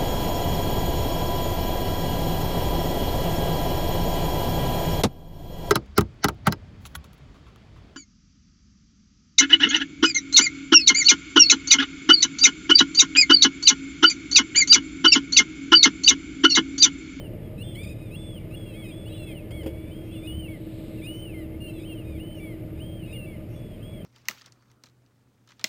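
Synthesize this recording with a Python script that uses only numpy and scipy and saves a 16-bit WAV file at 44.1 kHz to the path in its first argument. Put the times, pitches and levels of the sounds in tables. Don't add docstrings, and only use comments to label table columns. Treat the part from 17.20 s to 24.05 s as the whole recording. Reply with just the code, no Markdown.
import sys
import numpy as np
from scipy import signal
from scipy.fft import rfft, irfft, next_fast_len
from scipy.io import wavfile
from scipy.ndimage import map_coordinates

SR = 44100
rng = np.random.default_rng(int(sys.argv[2]) if len(sys.argv) > 2 else 0)


def persist_wave(psi):
    counts = np.round(np.clip(psi, -1, 1) * 32767).astype(np.int16)
    wavfile.write(sys.argv[1], SR, np.atleast_2d(counts).T)


N = 302085

# multiple_of_firing_rate, relative_level_db
FIRING_ORDERS = [(0.25, -36), (0.5, -12), (0.75, 3), (1, 0), (1.25, -18), (1.5, -17), (1.75, -39),
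                 (2.001, -9), (2.25, -4.5), (2.5, -4), (2.75, -13), (3, 1), (3.25, 0.5), (3.5, -7.5),
                 (3.752, -12), (4, -3), (4.251, -16.5), (4.5, -4), (4.75, -10.5), (5, -9), (5.25, -17),
                 (5.5, -8.5), (5.75, -21), (6, -12.5), (6.252, -29), (6.499, -11), (6.749, -20), (7, -14)]
# time_s, rumble_db, hull_hum_db, clatter_db
ENGINE_LEVELS = [(0, -36, -54.5, -45.5), (1, -38, -45.5, -50), (2, -40, -43.5, -46.5),
                 (3.2, -38.5, -40, -49.5), (4.6, -39.5, -40.5, -47.5), (5.4, -38.5, -40.5, -47.5),
                 (6.1, -38.5, -46.5, -48.5), (6.8, -38, -52, -48.5)]
# frequency_hz, density_db
RUMBLE_COLOUR = [(20, -35), (40, -18), (56, -22), (72, -2.5), (115, 4.5), (140, -5), (215, 0), (245, -14),
                 (285, -3), (330, -17.5), (420, -28)]
# frequency_hz, density_db
CLATTER_COLOUR = [(250, -9.5), (350, 6.5), (390, -2), (425, 1.5), (470, 1.5), (500, -3.5), (530, 0.5),
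                  (560, -1), (620, 1.5), (665, -7.5), (730, -14), (900, -19), (1100, -34.5), (2000, -22)]
# frequency_hz, relative_level_db
HULL_PANELS = [(313.2, -12.5), (319, 1)]
# frequency_hz, half_width_hz, relative_level_db
CASING_MODES = [(617.5, 10.5, 0.5), (845, 10.4, -14.5), (1012, 8, -16.5), (1212, 29, -17),
                (1731, 15.5, -15.5)]
# centre_s, length_s, level_db
EXHAUST_BOOMS = [(0.683, 0.16, -42), (2.5, 0.46, -39), (3.174, 0.23, -34), (4.347, 0.46, -42.5),
                 (4.93, 0.25, -37.5), (5.59, 0.36, -42), (6.2, 0.14, -42)]
# start_s, length_s, first_hz, hold_from_hz, hold_to_hz, last_hz,
# hold_end (share of the cry, 0-1), cry_db, lead_in_db, tail_s, tail_db
MEW_CALLS = [(-0.06, 0.14, 1537, 1559, 1526, 1341, 0.57, -51.5, -60, 0.08, -74),
             (0.431, 0.13, 1732, 1770, 1743, 1597, 0.63, -46, -51.5, 0.08, -69),
             (0.959, 0.23, 1631, 1768, 1703, 1383, 0.74, -45, -55, 0.079, -59),
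             (1.356, 0.16, 1689, 1703, 1632, 1590, 0.9, -50, -59.5, 0.08, -72),
             (1.714, 0.28, 1562, 1738, 1692, 1384, 0.61, -48.5, -62, 0.072, -72),
             (1.937, 0.28, 1713, 1730, 1700, 1203, 0.52, -47, -59.5, 0.078, -59.5),
             (2.714, 0.26, 1463, 1653, 1593, 1628, 0.75, -54.5, -68, 0.08, -72),
             (2.92, 0.22, 1668, 1732, 1760, 1530, 0.72, -50.5, -68, 0.08, -72),
             (3.073, 0.21, 1436, 1386, 1558, 1287, 0.56, -44.5, -55, 0.1, -48),
             (3.869, 0.272, 1385, 1450, 1545, 1146, 0.56, -45, -49, 0.12, -48),
             (4.65, 0.19, 1475, 1607, 1591, 1221, 0.46, -51, -60, 0.11, -72),
             (4.998, 0.2, 1355, 1487, 1543, 1356, 0.67, -50.5, -63.5, 0.16, -47),
             (5.602, 0.26, 1378, 1627, 1597, 1257, 0.68, -50, -64.5, 0.073, -72),
             (5.926, 0.138, 1330, 1525, 1355, 1330, 0.7, -46, -61, 0.12, -51.5),
             (6.353, 0.21, 1712, 1709, 1685, 1570, 0.6, -56, -70, 0.089, -72),
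             (6.627, 0.2, 1546, 1648, 1686, 1540, 0.6, -52, -69, 0.08, -72)]
# start_s, length_s, first_hz, middle_hz, last_hz, level_db, overtones_db
YELP_CALLS = [(0.224, 0.065, 1710, 1660, 1640, -63, -10), (0.443, 0.088, 1571.0, 1613, 1550.0, -52, -14),
              (0.551, 0.11, 1007, 1170, 1180, -44.5, -2), (0.646, 0.093, 1187.0, 1254, 1213, -48.5, -3),
              (0.76, 0.15, 1240, 1246.0, 1110, -58.5, 0), (1.46, 0.12, 1401.0, 1320, 1205.0, -56.5, -3),
              (1.537, 0.13, 1030, 1131.0, 971.0, -52.5, 2.5), (1.639, 0.088, 1270, 1250, 1140, -47.5, -5.5),
              (1.858, 0.032, 1368.0, 1462.0, 1519.0, -49.5, -2), (1.885, 0.1, 1245, 1297, 1265, -64, 12.5),
              (1.976, 0.076, 1394, 1365, 1320, -52, 2), (2.063, 0.09, 1118.0, 1054.0, 1030, -54, -1.5),
              (2.066, 0.073, 1325, 1247, 1095, -48.5, -10), (2.309, 0.12, 1033, 1116.0, 975, -51, 0.5),
              (2.427, 0.31, 1100, 1129, 1184, -57.5, -3), (2.91, 0.047, 1230, 1320, 1200, -57.5, -8),
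              (2.924, 0.07, 1630, 1440, 1340, -57, -10), (3.775, 0.048, 1400, 1310, 1190, -56.5, -8),
              (4.33, 0.032, 1034, 1074, 1075, -56, -12), (4.404, 0.115, 1400, 1398, 1300, -48, -6),
              (4.466, 0.04, 1425, 1536.0, 1560, -54, 0), (4.515, 0.13, 1361.0, 1313.0, 1210, -58.5, 3),
              (4.537, 0.06, 1797, 1740, 1615, -53.5, -18), (4.583, 0.048, 1082, 1130, 1190, -57, 3),
              (4.678, 0.068, 1444, 1400, 1299.0, -51, -6), (4.84, 0.16, 1206, 1221.0, 982.0, -55.5, -4.5),
              (5.827, 0.042, 1323, 1405, 1440, -55.5, -6), (5.86, 0.12, 1224.0, 1262, 1004, -52, -5.5),
              (6.717, 0.099, 1150, 1114, 965.0, -60.5, -3)]
# centre_s, length_s, relative_scatter
VOICE_CRACKS = [(0.561, 0.031, 0.04), (0.646, 0.035, 0.061), (0.691, 0.036, 0.035), (0.72, 0.3, 0.008),
                (1.379, 0.03, 0.026), (4.61, 0.059, 0.022)]
# frequency_hz, gain_db
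THROAT_GAIN = [(1800, -16), (2100, -1), (2450, -3), (2800, 1.5), (3100, -1), (3500, -6), (3900, -9),
               (4250, -15.5), (4600, -19), (5000, -12.5), (5700, -28.5)]
# start_s, click_db, thud_relative_to_click_db
GEAR_KNOCKS = [(2.207, -62, -6), (2.306, -47.5, -6), (2.431, -47.5, 9), (2.461, -43, 20.5),
               (2.471, -58, 24.5)]
# frequency_hz, relative_level_db, t60_s
DECK_MODES = [(267, 3.5, 0.074), (328, 1, 0.19), (428, -1, .11), (530, 0.5, 0.12), (677, -14, 0.045)]
# frequency_hz, density_db
CLICK_COLOUR = [(300, 9), (700, 9.5), (1200, -7.5), (2200, -4.5), (3300, 0.5), (4000, -24), (4700, -8.5),
                (5900, -19)]
# start_s, length_s, pitch_hz, level_db
BIRD_PEEPS = [(2.85, 0.043, 5600, -72), (3.94, 0.065, 5650, -66), (5.16, 0.039, 5530, -68),
              (6.314, 0.069, 5600, -68)]
# frequency_hz, density_db
AIR_COLOUR = [(500, -38), (1000, 0.5), (1500, 0), (1850, -13), (2080, 7), (2400, 3.5), (2900, 2.5),
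              (3400, -4.5), (4200, -11), (5000, -10.5), (5900, -16)]
# frequency_hz, density_db
SPRAY_COLOUR = [(1500, -12), (2200, -2), (3100, -2.5), (3900, -2), (4500, -9.5), (5900, -21)]

FIRING_HZ = 36.16
CRY_FADE_DB_PER_S = 31
SCOOP_S, FALL_POWER = 0.022, 1.4
LEAD_S, LEAD_HZ, LEAD_RISE = 0.051, 1345, 0.13
TAIL_HZ, TAIL_SAG, TAIL_BEND = 1151, 0.19, 2.1
LEAD_SWELL_DB, TAIL_FADE_DB = 8.5, 7
USUAL_FIRST_HZ, USUAL_LAST_HZ, LOW_FOLLOWS = 1495, 1335, 0.52
UPPER_LIMIT_DB, CRACK_FLARE_DB = -6, 10
WAVER, WAVER_RATE, CRACK_RATE = 0.003, 35, 190
HOLD_HZ, TOP_HZ = 12000, 15350


def amp(db):
    return 10 ** (np.asarray(db) / 20)


def unit(x):
    return x / np.sqrt(np.mean(x ** 2) + 1e-20)


def clock():
    return np.arange(N) / SR


def curves(rows, at):
    first, *columns = np.transpose(rows)
    return [np.interp(at, first, column) for column in columns]


def wobble(rate, size=N):
    knots = rng.standard_normal(int(size * rate / SR) + 4)
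    return map_coordinates(knots, [np.arange(size) * rate / SR], order=2, mode="nearest")


def filtered(x, response):
    m = next_fast_len(N + SR // 2)
    return irfft(rfft(x, m) * response(np.fft.rfftfreq(m, 1 / SR)), m)[:N]


def noise(colour):
    hz, db = np.transpose(colour)

    def response(f):
        return amp(np.interp(np.log(f + 1), np.log(hz), db, right=-120))
    return unit(filtered(rng.standard_normal(N), response))


def ringing(modes):
    def response(f):
        return sum(amp(db) / (1 + ((f - hz) / width) ** 2) for hz, width, db in modes)
    return unit(filtered(rng.standard_normal(N), response))


def swell(centre, length, t):
    return np.cos(np.pi * np.clip((t - centre) / length, -0.5, 0.5))


def add(out, start, x):
    part = out[max(0, round(start * SR)):][:len(x)]
    part += x[:len(part)]


def engine(tones_db=-38.5, rumble_db=-3.5, hum_db=-1, clatter_db=2.0, casing_db=-60, throb=0.55):
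    rumble_level, hum_level, clatter_level = curves(ENGINE_LEVELS, clock())
    turn = 2 * np.pi * np.cumsum(FIRING_HZ * (1 + 0.0014 * wobble(1.987))) / SR

    tones = np.zeros(N)
    for order, db in FIRING_ORDERS:
        waver_db = 1.3 if order % 1 else 0.5
        level = amp(db + waver_db * wobble(5.2))
        tones += level * np.sin(order * turn + rng.uniform(0, 2 * np.pi))

    rumble = amp(rumble_level + rumble_db) * unit(1 + throb * np.cos(turn)) * noise(RUMBLE_COLOUR)
    valves = 1 + 0.22 * np.cos(2 * turn)
    clatter = amp(clatter_level + clatter_db) * valves * noise(CLATTER_COLOUR)

    singing = sum(amp(db) * np.sin(2 * np.pi * hz * clock() + 0.81 * wobble(4)) for hz, db in HULL_PANELS)
    shaking = 1 + 0.34 * np.cos(turn / 2 + wobble(2.96))
    hull = unit(shaking * singing + 0.35 * ringing([(325, 34, 0)]))
    hum = amp(hum_level + hum_db) * hull
    casing = amp(casing_db) * ringing(CASING_MODES)
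    return amp(tones_db) * unit(tones) + rumble + clatter + hum + casing


def exhaust(pipe_hz=73):
    level = sum(amp(db) * swell(centre, length, clock()) for centre, length, db in EXHAUST_BOOMS)
    return level * unit(np.sin(2 * np.pi * pipe_hz * clock() + 0.79 * wobble(12)))


def mews(cry_overtones_db=-15, lead_overtones_db=-5, tail_overtones_db=-11):
    out, u = np.zeros(N), np.linspace(0, 1, 64)
    for (start, length, first, hold_from, hold_to, last, hold_end,
         cry_db, lead_db, tail_s, tail_db) in MEW_CALLS:
        hold_end = np.clip(hold_end, 0.05, 0.95)
        hold = np.interp(u, [0, hold_end], [hold_from, hold_to])
        scoop = (hold_from - first) * np.exp(-u * length / SCOOP_S)
        fall = (hold_to - last) * np.maximum((u - hold_end) / (1 - hold_end), 0) ** FALL_POWER
        cry = hold - scoop - fall
        lead = LEAD_HZ * (first / USUAL_FIRST_HZ) ** LOW_FOLLOWS * (1 - LEAD_RISE * (1 - u))
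        tail = TAIL_HZ * (last / USUAL_LAST_HZ) ** LOW_FOLLOWS * (1 - TAIL_SAG * u ** TAIL_BEND)

        lead_level = lead_db + LEAD_SWELL_DB * u
        cry_level = cry_db - CRY_FADE_DB_PER_S * length * u
        tail_level = tail_db - TAIL_FADE_DB * u ** 2
        if start > 0:
            add(out, *gull_note(start - LEAD_S, LEAD_S, lead, lead_level, lead_overtones_db))
        add(out, *gull_note(start, length, cry, cry_level, cry_overtones_db))
        add(out, *gull_note(start + length, tail_s, tail, tail_level, tail_overtones_db))
    return out


def yelps(ends_db=-4):
    out, u = np.zeros(N), np.linspace(0, 1, 64)
    bow = 4 * u * (1 - u)
    for start, length, first, middle, last, db, overtones_db in YELP_CALLS:
        pitch = first + (last - first) * u + (middle - (first + last) / 2) * bow
        add(out, *gull_note(start, length, pitch, db + ends_db * (1 - bow), overtones_db))
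    return out


def gull_note(start, length, pitch, level_db, overtones_db, jitter=0.0028, shimmer_db=2.0, edge_s=0.005,
              fourth_db=-1, fifth_db=-4):
    t = np.arange(max(start - edge_s / 2, 0), start + length + edge_s / 2, 1 / SR)
    size = len(t)
    contour = np.column_stack([np.linspace(start, start + length, len(pitch)), pitch, level_db])
    pitch, level_db = curves(contour, t)

    scatter = sum(depth * swell(centre, span, t) for centre, span, depth in VOICE_CRACKS)
    wander = jitter * wobble(460, size) + WAVER * wobble(WAVER_RATE, size)
    pitch = pitch * (1 + wander + scatter * wobble(CRACK_RATE, size))
    phase = 2 * np.pi * np.cumsum(pitch) / SR

    deepest = max(depth for centre, span, depth in VOICE_CRACKS)
    upper_db = min(overtones_db, UPPER_LIMIT_DB) + CRACK_FLARE_DB * np.sqrt(scatter / deepest)
    harmonics_db = [0, overtones_db, upper_db + fourth_db, upper_db + fifth_db]
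    voice = np.zeros(size)
    for k, db in enumerate(harmonics_db, 2):
        throat_db = curves(THROAT_GAIN, k * pitch)[0]
        voice += amp(level_db + db + throat_db + shimmer_db * wobble(89.0, size)) * np.sin(k * phase)
    gate = np.clip(np.minimum(t - t[0], t[-1] - t) / edge_s, 0, 1)
    return t[0], np.sqrt(2) * gate * voice


def deck_gear(click_t60_s=0.12, attack_s=0.0017):
    thuds, clicks, t = np.zeros(N), np.zeros(N), np.arange(SR // 4) / SR
    rise = 1 - np.exp(-t / attack_s)
    modes = sum(amp(db - 60 * t / t60) * np.sin(2 * np.pi * hz * t) for hz, db, t60 in DECK_MODES)
    ring = rise * modes
    for start, click_db, thud_db in GEAR_KNOCKS:
        add(thuds, start, amp(click_db + thud_db) * ring / np.abs(ring).max())
        add(clicks, start, 2 * rise * amp(click_db - 60 * t / click_t60_s))
    return thuds + clicks * noise(CLICK_COLOUR)


def small_bird():
    out = np.zeros(N)
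    for start, length, hz, db in BIRD_PEEPS:
        peep = np.sin(2 * np.pi * hz * clock() + 1.4 * wobble(180))
        out += amp(db) * swell(start + length / 2, 2 * length, clock()) * peep
    return out


def water(air_db=-61, spray_db=-60):
    air = amp(air_db + 0.77 * wobble(2.33) + 0.12 * wobble(25)) * noise(AIR_COLOUR)
    wash = amp(spray_db) * swell(3.64, 0.76, clock()) * noise(SPRAY_COLOUR)
    return air + wash


def banks(x, t60_s=0.51, build_s=0.027):
    t = np.arange(SR // 2) / SR
    tail = rng.standard_normal(len(t)) * amp(-60 * t / t60_s) * (1 - np.exp(-t / build_s))
    return signal.fftconvolve(x, tail / np.linalg.norm(tail))[:N]


def scene(echo_db=-14.5):
    birds = mews() + yelps() + small_bird()
    boat = engine() + exhaust() + deck_gear()
    return (boat + birds + water() + amp(echo_db) * banks(birds))[None]


def record(dry, low_cut_hz=32, high_cut_hz=5600):
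    def before_hold(hz):
        low_cut = 1 + (low_cut_hz / (hz + 1)) ** 20
        high_cut = 1 + (hz / high_cut_hz) ** 30
        droop = np.sinc(np.minimum(hz / HOLD_HZ, 0.5))
        return (hz < HOLD_HZ / 2) / np.sqrt(low_cut * high_cut) / droop

    def hold(hz):
        return np.sinc(hz / HOLD_HZ) / np.sinc(hz / (4 * HOLD_HZ)) * (hz < TOP_HZ)

    band = filtered(dry[0], before_hold)
    mirrored = band * (1 + 2 * np.cos(2 * np.pi * HOLD_HZ * clock()))
    return filtered(mirrored, hold)[None]


dry = scene()
out = record(dry)
persist_wave(out)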